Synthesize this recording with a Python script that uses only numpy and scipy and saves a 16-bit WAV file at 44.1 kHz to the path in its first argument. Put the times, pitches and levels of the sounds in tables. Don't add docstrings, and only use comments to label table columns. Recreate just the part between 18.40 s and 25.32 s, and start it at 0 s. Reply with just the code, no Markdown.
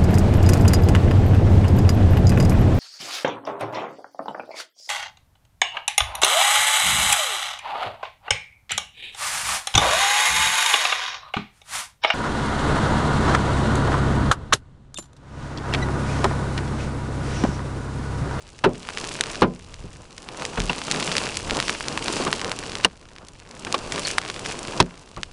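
import sys
import numpy as np
from scipy import signal
from scipy.fft import rfft, irfft
from scipy.io import wavfile
from scipy.ndimage import uniform_filter1d

SR = 44100
rng = np.random.default_rng(int(sys.argv[2]) if len(sys.argv) > 2 else 0)


def unload_audio(sound):
    columns = np.transpose(np.atleast_2d(sound))
    steps = np.round(np.clip(columns, -1, 1) * 32767)
    wavfile.write(sys.argv[1], SR, steps.astype(np.int16))


N = 305172
TIME = np.arange(N) / SR

# time_s, hiss_db
DOWNPOUR = [(0, -39.5), (1.6, -41.5), (1.9, -43.5), (2.5, -36.5), (3.0, -38), (3.9, -38.5), (4.6, -43),
            (6.9, -39)]
# peak_s, drumming_db, hiss_db, half_length_s
RAIN_SHEETS = [(0.48, -38.5, -40.5, 0.17), (1.436, -36.5, -40, 0.31), (2.014, -31.5, -39.5, 0.03),
               (2.378, -34, -62, 0.054), (2.538, -27, -40, 0.033), (2.65, -31.5, -49, 0.085),
               (2.75, -31.5, -32.5, 0.14), (3.147, -26.5, -39.5, 0.048), (3.256, -34, -35, .07),
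               (3.523, -32.5, -39, 0.062), (3.76, -27.5, -31.5, 0.085), (4.078, -30, -53, 0.045),
               (4.837, -31.5, -54, 0.028), (5.257, -28, -36.5, 0.12), (5.572, -28.5, -35, 0.049),
               (5.686, -38, -31, 0.049), (6.09, -35.5, -36.5, 0.03), (6.456, -32, -42.5, 0.15)]
# frequency_hz, relative_db
DRUMMING_SPECTRUM = [(70, -16.5), (120, 1.5), (260, 2), (460, 1.5), (720, -3), (1100, -3), (1600, -9.5),
                     (2400, -25), (4000, -39.5)]
# frequency_hz, relative_db
HISS_SPECTRUM = [(900, -14), (1700, -8.5), (2700, 3), (3600, -3.5), (4800, -2), (6500, -4.5), (8500, -6),
                 (10500, -13)]
# start_s, click_peak_db, pitch_hz
NEAR_STONES = [(0.1898, -6.5, 3520), (0.4884, -3, 1646), (0.5736, -4, 2290), (0.583, -9, 3360),
               (0.642, -10.5, 2450), (0.809, 6, 3280), (0.8375, -6, 2780), (0.9557, -11.5, 2600),
               (1.3416, -3.5, 3430), (1.7802, -4, 3000), (1.8878, -6.5, 2150), (2.0216, -10.5, 1780),
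               (2.052, -5, 3500), (2.2022, -5.5, 3020), (2.513, 3, 4070), (2.521, -4, 3500),
               (2.6265, -6.5, 3500), (2.7163, -5, 2040), (2.767, 1.5, 3150), (2.7813, 2.5, 3650),
               (2.9703, -3.5, 4160), (3.0975, -9, 1900), (3.1085, -2.5, 2600), (3.1695, -4.5, 4050),
               (3.201, .5, 2640), (3.2258, -6.5, 3000), (3.2814, -4.5, 3030), (3.295, 1.5, 2010),
               (3.4074, -8, 1440), (3.4834, -4.5, 3700), (3.5757, -2.5, 1630), (3.6819, -1.5, 2340),
               (3.9282, 3, 2360), (4.015, -6.5, 3050), (4.0457, -6.5, 2660), (4.1164, -2.5, 2100),
               (4.1892, -8.5, 5000), (4.3534, -7.5, 2680), (4.4402, -11, 2120), (4.7627, -9, 2020),
               (4.7837, -8, 2480), (4.8848, -4, 5630), (5.0, -9.5, 3260), (5.1113, -5.5, 3740),
               (5.2489, -2, 3830), (5.3254, 3, 4160), (5.5217, -4, 3840), (5.7825, 8.5, 2230),
               (5.8999, -7.5, 2380), (6.061, -7.5, 2740), (6.4257, 3.5, 2560), (6.7645, -4, 2600),
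               (6.8323, 8.5, 2710)]
# frequency_hz, relative_db
CLICK_SPECTRUM = [(200, 2.5), (600, 2.5), (1100, 2.5), (3000, -1.5), (5500, -2), (7500, -4), (10500, -5.5)]
# start_s, crack_db, crack_edge_hz, ring_hz, ring_peak_db, ring_t60_s,
# boom_peak_db, boom_centre_hz, boom_rise_s, boom_length (a factor on decay times)
BIG_STONES = [ (0.2368, 1.5, 1930, 978, 0.5, 0.094, 6, 370, 0.01, 0.71),
              (0.2601, -24, 616, 380, 10.5, 0.069, 2.5, 220, 0.0084, 0.76),
              (1.018, 0, 1590, 1023, -6.5, 0.19, 9, 288, 0.0055, 0.95),
              (1.439, -40, 1000, 448, -35, 0.04, -11.5, 220, 0.0026, 0.25),
              (2.1699, -24, 1900, 653, -33, 0.06, -13, 69.4, 0.017, 1.2),
              (2.2943, -21, 3020, 2740, -10.5, 0.011, -20, 300, 0.0031, 0.36),
              (3.799, -31.5, 1200, 473, -18.5, 0.035, -16.5, 380, 0.0025, 0.32),
              (3.864, -22.5, 1810, 1180, -25, .05, -17, 420, 0.0011, 0.7),
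              (4.4459, 2.5, 5650, 2845, 11, 0.014, 1, 330, 0.0023, 0.33),
              (5.2659, -23, 2650, 1520, -18, 0.016, -39, 600, 0.002, 0.3),
              (5.3408, -14, 3740, 1130, -6, 0.026, -41, 400, 0.0027, 0.47),
              (6.401, 4.5, 5450, 973, 10, 0.017, 7, 170, 0.0015, 0.57),
              (6.768, -21.5, 1480, 1140, -12.5, 0.023, -12, 115, 0.0052, 0.86)]
# frequency_hz, relative_db
CRACK_SPECTRUM = [(100, -3), (400, -0.5), (700, 0.5), (1100, 4), (1800, -3), (3000, 2.5), (10000, -4.5)]
# pitch_hz, relative_db, t60_s
PANEL_MODES = [(38.7, 3.5, 0.34), (61.5, -5.5, 0.11), (102, -2.5, 0.21), (148.2, -2, 0.26),
               (177.9, -4.5, 0.44), (196.7, -6.5, 0.31), (246, -5.5, 0.37), (335, -1, 0.15),
               (386.6, 6, 0.11), (433, 0, 0.096), (519, -4.5, 0.21), (570, -12, 0.092), (770, -16, 0.34),
               (960, -22, 0.07), (1190, -9, 0.11), (1670, -17, 0.072)]
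# start_s, peak_db, pitch_hz, t60_s
METAL_PINGS = [(3.25, -35, 5400, .25), (3.805, -30, 4520, 0.16), (5.65, -16.5, 4450, 0.063)]
# peak_s, level_db, half_length_s
WIND_GUSTS = [(0.1, -36, 0.2), (1.0, -42.5, .1), (1.426, -24, 0.15), (3.115, -33, 0.079), (4.95, -39, 0.38),
              (6.85, -31, 0.088)]
# frequency_hz, relative_db
WIND_SPECTRUM = [(12, -2.5), (30, 5), (55, -0.5), (90, 1.5), (150, -3), (400, -48)]

DRUM_DB, WIND_DB = -36.5, -44.5
STRAY_PER_S, STRAY_OVER_HISS_DB, STRAY_SPREAD_DB = 20, 23.5, 2.5
STRAY_HZ, STRAY_SPREAD_OCTAVES = 3130, 0.62
OVERLOAD_DB, TOP_HZ = -8, 10950
SELF_NOISE_DB = -53


def undb(db):
    return 10 ** (np.asarray(db) / 20)


def unit(x):
    return x / np.sqrt(np.mean(x ** 2))


def read_db(spectrum, hz):
    f, db = np.transpose(spectrum)
    return np.interp(np.log(np.maximum(hz, 1)), np.log(f), db)


def colour(x, spectrum, size=2048):
    log_gain = np.log(undb(read_db(spectrum, np.fft.rfftfreq(size, 1 / SR))))
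    cepstrum = irfft(log_gain)
    cepstrum[1:size // 2] *= 2
    cepstrum[size // 2 + 1:] = 0
    response = irfft(np.exp(rfft(cepstrum)))
    return signal.fftconvolve(x, response)[:len(x)]


def band(x, hz, ratio, order=2):
    ratio = max(ratio, 1.01)
    edges_hz = [hz / ratio, min(hz * ratio, .45 * SR)]
    return signal.sosfilt(signal.butter(order, edges_hz, "band", fs=SR, output="sos"), x)


def fade(t, t60):
    return np.exp(-np.log(1000) * t / t60)


def onset(t, rise_s):
    return 1 - np.exp(-(t / rise_s) ** 2)


def walk(rate):
    k = max(int(SR / rate), 1)
    steps = np.repeat(rng.standard_normal(N // k + 1), k)
    return unit(uniform_filter1d(steps, k)[:N])


def swells(steady_db, rows):
    power = undb(steady_db) ** 2
    for s, db, half_s in rows:
        power = power + undb(db) ** 2 * np.exp(-((TIME - s) / half_s) ** 2)
    return 10 * np.log10(power)


def add(out, s, x):
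    i = max(int(s * SR), 0)
    out[i:i + len(x)] += x[:max(len(out) - i, 0)]


def shower():
    s, drum_db, hiss_db, half_s = np.transpose(RAIN_SHEETS)
    downpour_db = np.interp(TIME, *np.transpose(DOWNPOUR))
    return swells(DRUM_DB, zip(s, drum_db, half_s)), swells(downpour_db, zip(s, hiss_db, half_s))


def impacts(rate, spread_db, range_db):
    falls = rng.random(N) < rate / SR
    size_db = np.minimum(spread_db * rng.exponential(size=N), range_db)
    return falls * undb(size_db) * rng.choice([-1, 1], N)


def patter(rate, spread_db, range_db, count=7):
    t = np.arange(1024) / SR
    out = 0
    for hz in np.geomspace(1400, 8000, count):
        tap = signal.unit_impulse(len(t)) + .07 * rng.standard_normal(len(t)) * fade(t, .013)
        clicks = signal.fftconvolve(impacts(rate / count, spread_db, range_db), tap)[:N]
        out = out + band(clicks, hz, 1.45, order=1) / hz ** .25
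    return unit(out)


def rain(drum_db, hiss_db):
    roof = unit(impacts(rate=400, spread_db=3.0, range_db=9.5)) + 0.97 * rng.standard_normal(N)
    drum = unit(colour(roof, DRUMMING_SPECTRUM)) * undb(drum_db + 1.4 * walk(35))
    wash = rng.standard_normal(N) * undb(3.0 + 1.0 * walk(73))
    spray = patter(rate=1500, spread_db=4.5, range_db=24) * undb(-4.0)
    hiss = unit(colour(wash + spray, HISS_SPECTRUM)) * undb(hiss_db)
    grains = unit(colour(patter(rate=80, spread_db=6, range_db=11), CLICK_SPECTRUM))
    return drum + hiss + grains * undb(hiss_db - 0.25)


def hailstones(stones, size=2048):
    out, t = np.zeros(N), np.arange(size) / SR
    tap = signal.unit_impulse(size)
    for s, db, hz in stones:
        click = colour(band(tap, hz, 2.28) + 0.29 * tap, CLICK_SPECTRUM)
        click = click / np.abs(click).max()
        noise = band(rng.standard_normal(size), hz, 1.9, order=1)
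        ring = unit(colour(noise, CLICK_SPECTRUM)) * (fade(t, .012) + .17 * fade(t, .042))
        add(out, s, undb(db) * (click + undb(-18.5) * ring))
    return out


def stray_stones(count=400):
    when, chance = rng.random((count, 2)).T
    level, pitch = np.clip(rng.standard_normal((count, 2)).T, -2, 2)
    s = (np.arange(count) + when) / count * N / SR
    hiss_db = np.interp(s, *np.transpose(DOWNPOUR))
    db = hiss_db + STRAY_OVER_HISS_DB + STRAY_SPREAD_DB * level
    hz = STRAY_HZ * 2 ** (STRAY_SPREAD_OCTAVES * pitch)
    return np.column_stack([s, db, hz])[chance < STRAY_PER_S * N / SR / count]


def crack(t, edge_hz, count=14):
    out, softness = 0, 1500 / edge_hz
    for hz in np.geomspace(120, 10500, count):
        weight = undb(read_db(CRACK_SPECTRUM, hz)) * np.sqrt(hz / (1 + (hz / edge_hz) ** 4))
        t60 = 0.11 * (1000 / hz) ** 0.34 * softness ** 0.62
        out = out + weight * unit(band(rng.standard_normal(len(t)), hz, 1.162)) * fade(t, t60)
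    out = out * onset(t, 0.0057 * softness)
    return out / np.sqrt(np.mean(out[t < .01] ** 2))


def boom(t, centre_hz, rise_s, length):
    out = 0
    for hz, db, t60 in PANEL_MODES:
        reach = 1 / (1 + (np.log2(hz / centre_hz) / 1.44) ** 2)
        mode = np.sin(2 * np.pi * (hz * t + rng.random())) * fade(t, 0.95 * t60 * length)
        noise = unit(band(rng.standard_normal(2 * len(t)), hz, 1.242))[len(t):]
        blur = noise * fade(t, 0.3 * length)
        out = out + reach * undb(db) * (mode + undb(-11.0) * blur)
    out = out * onset(t, rise_s)
    return out / np.abs(out).max()


def knocks():
    out, t = np.zeros(N), np.arange(SR // 2) / SR
    for (s, crack_db, edge_hz, ring_hz, ring_db, ring_t60,
         boom_db, centre_hz, rise_s, length) in BIG_STONES:
        ring = np.sin(2 * np.pi * ring_hz * t) * fade(t, ring_t60) * onset(t, 0.0028)
        ring = ring / np.abs(ring).max()
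        knock = undb(crack_db) * crack(t, edge_hz) + undb(ring_db) * ring
        add(out, s, knock + undb(boom_db) * boom(t, centre_hz, rise_s, length))
    return out


def pings():
    out, t = np.zeros(N), np.arange(SR // 4) / SR
    for s, db, hz, t60 in METAL_PINGS:
        cycles = np.cumsum(hz * (1 + .045 * walk(700)[:len(t)])) / SR
        add(out, s, undb(db) * np.sin(2 * np.pi * cycles) * fade(t, t60))
    return out


def wind():
    rumble = unit(colour(rng.standard_normal(N), WIND_SPECTRUM, size=8192))
    return rumble * undb(swells(WIND_DB, WIND_GUSTS) + 0.51 * walk(5))


def scene():
    hail = hailstones(NEAR_STONES) + hailstones(stray_stones())
    return (rain(*shower()) + hail + knocks() + pings() + wind())[None]


def gain_control(x, cut_db, attack_s, hold_s, release_s, start_age_s, ahead_s):
    keep = np.exp(-1 / (.008 * SR))
    power = signal.lfilter([1 - keep], [1, -keep], x ** 2)
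    trips = [-start_age_s]
    for s in TIME[power > undb(OVERLOAD_DB) ** 2]:
        if s > trips[-1] + hold_s + release_s:
            trips.append(s - ahead_s)
    shape_s = np.cumsum([0, attack_s, hold_s, release_s])
    total_cut_db = sum(np.interp(TIME - s, shape_s, [0, cut_db, cut_db, 0]) for s in trips)
    return x * undb(-total_cut_db)


def record(dry):
    top = signal.butter(28, TOP_HZ, fs=SR, output="sos")
    held = gain_control(signal.sosfilt(top, dry[0]), cut_db=15, attack_s=0.0016, hold_s=.66,
                        release_s=0.35, start_age_s=0.38, ahead_s=0.00059)
    held = held + undb(SELF_NOISE_DB) * unit(band(rng.standard_normal(N), 40, 2.7))
    rounded = .86 * held / (1 + (held / .86) ** 6) ** (1 / 6)
    return signal.sosfilt(top, rounded)[None]


dry = scene()
out = record(dry)
unload_audio(out)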